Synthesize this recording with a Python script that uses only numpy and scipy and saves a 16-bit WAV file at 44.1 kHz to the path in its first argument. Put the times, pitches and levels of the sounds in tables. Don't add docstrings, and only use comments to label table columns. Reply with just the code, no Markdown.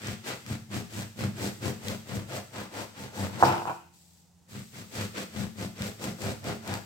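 import sys
import numpy as np
from scipy import signal
from scipy.fft import rfft, irfft
from scipy.io import wavfile
from scipy.ndimage import uniform_filter1d, minimum_filter1d

SR = 44100
rng = np.random.default_rng(int(sys.argv[2]) if len(sys.argv) > 2 else 0)


def transcribe(u):
    v = np.clip(np.atleast_2d(u).T, -1, 1)
    q = np.round(v * 32767).astype(np.int16)
    wavfile.write(sys.argv[1], SR, q)


N = 302085
TIME = np.arange(N) / SR

# frequency in Hz, relative level in dB.
ROOM_TONE_EQ = [(30, -33), (60, -11), (87, -1.5), (110, -12.5), (175, -2.5), (230, -16), (400, -19.5),
                (600, -22.5), (850, -17.5), (1100, -27.5), (2250, -31.5), (7650, -26.5), (9340, -34.5),
                (15800, -37.5)]
# frequency in Hz, level in dB.
HUM_PARTIALS = [(87, -72), (174, -66.5)]
PUSH, PULL = 0, 1
# start in seconds, direction, length in seconds, bite of the teeth in dB,
# weight on the loaf in dB.
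STROKES = [(.009, PUSH, 0.14, -40, -35.5), (0.251, PULL, 0.1, -36, -44), (.468, PUSH, 0.1, -42, -37),
           (.714, PULL, 0.094, -38.5, -33.5), (.915, PUSH, 0.14, -41.5, -35.5),
           (1.181, PULL, 0.1, -39, -32), (1.375, PUSH, 0.13, -37.5, -33), (1.62, PULL, 0.098, -37.5, -31.5),
           (1.829, PUSH, .13, -40.5, -34.5), (2.074, PULL, 0.14, -42.5, -34.5),
           (2.295, PUSH, 0.11, -39.5, -39.5), (2.533, PULL, 0.12, -42, -41),
           (2.731, PUSH, .12, -40.5, -43.5), (2.955, PULL, 0.14, -45.5, -42.5),
           (3.148, PUSH, 0.14, -40, -32), (3.321, PULL, 0.072, -46, -41), (3.39, PULL, 0.16, -36, -30),
           (4.507, PUSH, 0.12, -48.5, -40.5), (4.734, PULL, 0.11, -46.5, -44.5),
           (4.934, PUSH, .13, -37.3, -34), (5.148, PULL, 0.092, -37, -41), (5.34, PUSH, 0.12, -41, -32),
           (5.576, PULL, 0.097, -41, -35), (5.777, PUSH, 0.13, -40, -38), (6.003, PULL, 0.11, -39, -37),
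           (6.201, PUSH, 0.13, -38.5, -32.5), (6.443, PULL, .1, -39, -33.5),
           (6.651, PUSH, 0.13, -39.5, -35)]
# time the blade enters in seconds, time by which the cut's hollow tone has risen
# to its highest in seconds, tooth rate on the pull in Hz, resonance of the shallow cut in Hz.
SLICES = [(0.0, 2.61, 124, 340), (4.5, 6.88, 163.3, 473)]
ENTERS, TONE_HIGHEST, PULL_RATE, SHALLOW_PITCH = 0, 1, 2, 3
# frequency in Hz, relative level in dB.
CRUST_EQ = [(600, -18), (1300, 0.5), (2000, 1.5), (3000, -1), (4700, -2.5), (6300, -4.5), (8300, -2),
            (9200, -13.5), (11000, -11), (13500, -10), (16000, -14)]
RASP_EQ = [(150, -17.5), (280, 4), (350, 3.5), (410, -2), (480, 3), (600, 0), (780, -2.5), (900, -2.5),
           (1050, -8.5), (1450, -6), (2200, -17), (4000, -37.5)]
# frequency in Hz, gain in dB, 60 dB decay time in seconds.
LOAF_MODES = [(75.3, -24, .07), (103.3, 5, 0.16), (131.4, 0, 0.21), (175.8, -10, 0.45), (199.5, -2.5, 0.21),
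              (214.2, -8.5, 0.298), (278.3, -17, 0.26)]
# time in seconds, strength in dB.
SNAPS = [(0.0712, -10.5), (0.4638, -17.5), (1.009, -15), (1.473, -15), (1.6739, -21), (1.8836, -6.5),
         (1.9005, -16), (3.4558, -14), (5.8212, -7), (6.2186, -11), (6.4424, -16), (6.677, -14),
         (6.7393, -7.5)]
BUMPS = [(.509, -28.5), (1.247, -31), (2.171, -34), (5.805, -32), (6.08, -33.5)]
# time in seconds, strength in dB.
KNOCKS = [(3.4053, -26), (3.4257, 3.5), (3.4525, -30), (3.533, -17.5), (3.619, -23), (3.6542, -21),
          (3.6796, -25), (3.696, -20), (3.717, -28)]
# frequency in Hz, relative level in dB.
KNOCK_EQ = [(30, -53), (60, -35), (250, -22.5), (500, -13.5), (850, -0.5), (1250, -8.5), (1700, -8.5),
            (2300, -28), (5000, -29.5), (16000, -38)]
# frequency in Hz, gain in dB, 60 dB decay time in seconds.
BOARD_MODES = [(132, -40, 1), (344.3, -33, 0.64), (490.5, -26.5, 0.17), (650, -33.5, 0.143),
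               (823, -19.5, 0.078), (906.4, -23, 0.17), (1080, -33, 0.21), (1080, -31.5, .2),
               (1330, -31, 0.46), (1530, -31, .15)]
# start in seconds, length in seconds, relative level in dB.
TEAR = [(3.44, 0.02, -31.5)]
SKIDS = [(3.447, 0.155, -23), (3.668, 0.047, -29)]
HISS_AND_RUSTLES = [(3.6, 0.15, -56), (3.92, .3, -60.5), (4.48, 0.53, -54.5)]
# frequency in Hz, relative level in dB.
TEAR_EQ = [(2000, -22), (3500, -6.5), (4300, -5.5), (5400, -4), (6500, -21.5), (9000, -28), (16000, -32.5)]
SKID_EQ = [(50, -42.5), (130, -12), (450, -12), (680, -9), (790, -2), (930, 2), (1150, -14.5), (1330, -6.5),
           (1750, -29), (2550, -18.5), (3500, -32), (9000, -43.5)]
HISS_AND_RUSTLE_EQ = [(880, -34), (1500, -12.5), (4350, -1), (6380, -1.5), (8010, 4), (9280, -8),
                      (11600, -7.5), (12600, -5), (15800, -6)]
# frequency in Hz, 60 dB decay time in seconds.
KITCHEN_T60 = [(100, 0.51), (300, 0.34), (900, 0.35), (3000, 0.65), (8000, 0.71), (16000, 0.78)]


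def from_db(db):
    return 10 ** (np.asarray(db) / 20)


def rms_one(x):
    return x / np.sqrt(np.mean(x ** 2) + 1e-20)


def steady(x, span_s):
    power = np.mean(x ** 2, axis=0)
    return x / np.sqrt(uniform_filter1d(power, int(span_s * SR)) + 1e-4 * power.mean())


def at_hz(points, hz):
    f, value = np.transpose(points)
    return np.interp(np.log(np.maximum(hz, 1)), np.log(f), value)


def drift(rate_hz):
    knots = rng.standard_normal(4096)
    return rms_one(np.interp(TIME * rate_hz, np.arange(len(knots)), knots))


def eq(x, curve, size=8192):
    cepstrum = irfft(np.log(from_db(at_hz(curve, np.fft.rfftfreq(size, 1 / SR)))))
    cepstrum[1:size // 2] *= 2
    cepstrum[size // 2 + 1:] = 0
    response = irfft(np.exp(rfft(cepstrum)))[:size // 2]
    return signal.fftconvolve(x, response[None] / np.abs(response).max(), axes=1)[:, :N]


def ring(force, modes):
    out = 0
    for hz, level_db, t60 in modes:
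        radius, angle = from_db(-60 / (t60 * SR)), 2 * np.pi * hz / SR
        poles = [1, -2 * radius * np.cos(angle), radius ** 2]
        out = out + from_db(level_db) * signal.lfilter([0, np.sin(angle)], poles, force + 1e-18)
    return out


def clicks(events):
    time_s, level_db = np.transpose(events)
    return np.bincount((time_s * SR).astype(int), from_db(level_db), N)[:N]


def fade(x, decay_s):
    return signal.lfilter([1], [1, -np.exp(-1 / (decay_s * SR))], x + 1e-18)


def grains(per_s, spread_db):
    sizes = from_db(spread_db * np.minimum(rng.exponential(1, N), 4))
    return sizes * rng.choice([-1, 1], N) * (rng.random(N) < per_s / SR)


def radiate(x, scatter):
    return x * (1 + scatter * rng.standard_normal((2, N))) / np.sqrt(1 + scatter ** 2)


def delayed(x, lag_s):
    return np.interp(TIME - lag_s, TIME, x, left=0)


def swells(gestures, attack_s, fade_db_per_s, release_s):
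    gain = 0
    for start, length, level_db in gestures:
        t = np.maximum(TIME - start, 0)
        attack = np.minimum(t / attack_s, 1)
        release = np.exp(-np.maximum(t - length, 0) / release_s)
        gain = gain + attack * from_db(level_db - fade_db_per_s * t) * release
    return gain


def room_tone():
    air = rms_one(eq(radiate(rng.standard_normal(N), scatter=1.0), ROOM_TONE_EQ))
    hum = sum(from_db(db) * np.sqrt(2) * np.sin(2 * np.pi * hz * TIME + 0.24 * drift(27))
              for hz, db in HUM_PARTIALS)
    return from_db(-63.5) * air + hum


def per_slice(column):
    rows = np.array(SLICES)
    return rows[np.maximum(np.searchsorted(rows[:, 0], TIME) - 1, 0), column]


def cut_progress():
    enters, tone_highest = per_slice(ENTERS), per_slice(TONE_HIGHEST)
    return np.clip((TIME - enters) / (tone_highest - enters), 0, 1)


def arm_envelopes():
    usual_bite_db, press_half_s = -40, 0.054
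    power = np.zeros((3, N))
    for start, direction, length, bite_db, weight_db in STROKES:
        span = slice(max(int((start - .15) * SR), 0), int((start + .35) * SR))
        t = TIME[span] - start
        rise_share, steepness = (0.43, 2.5) if direction == PULL else (0.62, 2.73)
        rise_s = length * rise_share
        gathering = np.abs(t / rise_s - 1) ** steepness
        running_out = ((t - rise_s) / (length - rise_s)) ** 2
        swing = np.exp(-np.where(t < rise_s, gathering, running_out))
        press = np.exp(-((t - 0.58 * length) / press_half_s) ** 2)
        rasp_db = bite_db + 0.52 * (bite_db - usual_bite_db)
        gains = [swing * from_db(bite_db), swing * from_db(rasp_db), press * from_db(weight_db)]
        power[:, span] += np.square(gains)
    crackle, rasp, thud = np.sqrt(power)
    buried_db = -6 + 8 * cut_progress()
    return crackle, rasp * from_db(buried_db), thud


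def tooth_catches(push_hz, jitter, uneven_db):
    pulling = np.zeros(N, bool)
    for start, direction, *_ in STROKES:
        pulling[TIME >= start] = direction == PULL
    rate_hz = np.where(pulling, per_slice(PULL_RATE), push_hz) * np.exp(jitter * drift(110))
    caught = np.diff(np.floor(np.cumsum(rate_hz) / SR), prepend=0)
    return caught * from_db(uneven_db * rng.standard_normal(N))


def crust_crackle(bursts, pivot_hz):
    crumbling = rms_one(grains(per_s=8000, spread_db=2.0)) + 0.84 * rng.standard_normal(N)
    crackle = eq(radiate(crumbling * bursts, scatter=2.8), CRUST_EQ)
    start, _, length, bite_db, weight_db = np.transpose(STROKES)
    pressed_db = np.interp(TIME, start + length / 2, weight_db - bite_db)
    tilt_db = -2 + 0.27 * pressed_db + 3.0 * drift(25)
    lows = signal.sosfilt(signal.butter(1, pivot_hz, fs=SR, output="sos"), crackle)
    highs = crackle - lows
    return steady(lows * from_db(-tilt_db / 2) + highs * from_db(tilt_db), span_s=0.05)


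def cut_resonance(x, width_hz, risen_hz, block=256):
    shallow_hz = per_slice(SHALLOW_PITCH)
    wander = np.exp(0.0745 * drift(6.9))
    hz = shallow_hz * (risen_hz / shallow_hz) ** (cut_progress() ** 5.2) * wander
    radius, angle = np.exp(-np.pi * width_hz / SR), 2 * np.pi * hz / SR
    out, state = np.zeros_like(x), np.zeros((2, 2))
    for i in range(0, N, block):
        poles = [1, -2 * radius * np.cos(angle[i]), radius ** 2]
        out[:, i:i + block], state = signal.lfilter([1, 0, -1], poles, x[:, i:i + block], zi=state)
    return out * (1 - radius ** 2) / 2


def cut_rasp(catches, bursts):
    scrape = 0.0607 * rms_one(catches) + rms_one(grains(per_s=3500, spread_db=2.0) * bursts)
    rasp = eq(radiate(scrape, scatter=0.39), RASP_EQ)
    return steady(rasp + 0.91 * cut_resonance(rasp, width_hz=180, risen_hz=950), span_s=0.023)


def loaf_thud(catches):
    jerks = np.diff(radiate(catches, scatter=0.32), prepend=0)
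    return steady(ring(jerks, LOAF_MODES), span_s=0.021)


def sawing():
    crackle_gain, rasp_gain, thud_gain = arm_envelopes()
    catches = tooth_catches(push_hz=101.33, jitter=.2, uneven_db=6.0)
    bursts = 4.2 + rms_one(fade(catches, decay_s=0.005))
    return (crust_crackle(bursts, pivot_hz=3200) * crackle_gain,
            cut_rasp(catches, bursts) * rasp_gain,
            loaf_thud(catches) * thud_gain)


def flake_snaps():
    splinters = fade(clicks(SNAPS), decay_s=.0012) * rng.standard_normal(N)
    return from_db(-19.5) * eq(radiate(splinters, scatter=0.34), CRUST_EQ)


def loaf_bumps(band_hz=(102, 596)):
    band = signal.butter(2, band_hz, "band", fs=SR, output="sos")
    force = signal.sosfilt(band, clicks(BUMPS) + 1e-18)
    return ring(np.array([force, force]), LOAF_MODES)


def board_knocks(lowpass_hz=1500):
    blows = signal.sosfilt(signal.bessel(4, lowpass_hz, fs=SR, output="sos"), clicks(KNOCKS) + 1e-18)
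    echoed = blows + 0.4 * delayed(blows, .0089) + .3 * delayed(blows, 0.013)
    force = np.array([echoed, echoed])
    return from_db(5.0) * eq(force, KNOCK_EQ) + from_db(1.0) * ring(force, BOARD_MODES)


def crust_tear():
    rip = rms_one(eq(radiate(grains(per_s=3500, spread_db=4.0), scatter=2.1), TEAR_EQ))
    return rip * swells(TEAR, attack_s=.013, fade_db_per_s=250, release_s=.025)


def blade_skids():
    slips = radiate(grains(per_s=1200, spread_db=1.5), scatter=0.98)
    gain = swells(SKIDS, attack_s=0.0042, fade_db_per_s=64, release_s=0.0057)
    return from_db(-2.0) * gain * steady(eq(slips, SKID_EQ), span_s=0.0075)


def hiss_and_rustle():
    texture = rms_one(eq(radiate(grains(per_s=6800, spread_db=-1.0), scatter=2.8), HISS_AND_RUSTLE_EQ))
    stroke_gain, _, _ = arm_envelopes()
    shaken = from_db(-68) * rms_one(fade(stroke_gain, decay_s=0.13))
    gestures = swells(HISS_AND_RUSTLES, attack_s=0.019, fade_db_per_s=11, release_s=0.032)
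    return texture * (shaken + gestures)


def kitchen_reverb(predelay_s, mono_below_hz, octaves=10):
    t, tail = TIME[:SR], 0
    hz = np.fft.rfftfreq(SR, 1 / SR)
    alike = 1 / (1 + (hz / mono_below_hz) ** 2)
    mid, side = rfft(rng.standard_normal((2, SR)))
    stereo = np.sqrt(1 + alike) * mid + np.sqrt(1 - alike) * side * [[1], [-1]]
    octave = np.clip(np.log2(np.maximum(hz, 1) / 40), 0, octaves - 1)
    for k in range(octaves):
        t60 = at_hz(KITCHEN_T60, 40 * 2 ** k)
        band = irfft(stereo * np.maximum(1 - np.abs(octave - k), 0), SR)
        tail = tail + band * from_db(-60 * t / t60) / np.sqrt(t60)
    tail = tail * np.clip(t / predelay_s - 1, 0, 1)
    return tail / np.sqrt(np.sum(tail ** 2) / 2)


def place(x, reverb, left_db, send_db, left_lead_s=0.00019):
    direct = np.array([x[0], delayed(x[1], left_lead_s)])
    wet = signal.fftconvolve(x, reverb, axes=1)[:, :N]
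    return (direct + from_db(send_db) * wet) * from_db([[left_db / 2], [-left_db / 2]])


def scene():
    reverb = kitchen_reverb(predelay_s=0.00073, mono_below_hz=447)
    crackle, rasp, thud = sawing()
    crisp = crackle + flake_snaps() + crust_tear() + hiss_and_rustle()
    return (place(crisp, reverb, left_db=1.0, send_db=-6.5)
            + place(rasp, reverb, left_db=3.0, send_db=-4.5)
            + place(thud + loaf_bumps(), reverb, left_db=1.3, send_db=-5.0)
            + place(board_knocks(), reverb, left_db=-2.0, send_db=-9)
            + place(blade_skids(), reverb, left_db=3.0, send_db=-4.5)
            + room_tone())


def record(dry):
    low_cut_hz, ceiling, high_cut_hz = 51.6, .96, 15900
    thin = signal.sosfilt(signal.butter(4, low_cut_hz, "high", fs=SR, output="sos"), dry)
    allowed = 1 / np.maximum(np.abs(thin).max(axis=0) / ceiling, 1)
    gain = uniform_filter1d(minimum_filter1d(allowed, size=129), size=129)
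    return signal.sosfilt(signal.ellip(10, .2, 80, high_cut_hz, fs=SR, output="sos"), thin * gain)


dry = scene()
out = record(dry)
transcribe(out)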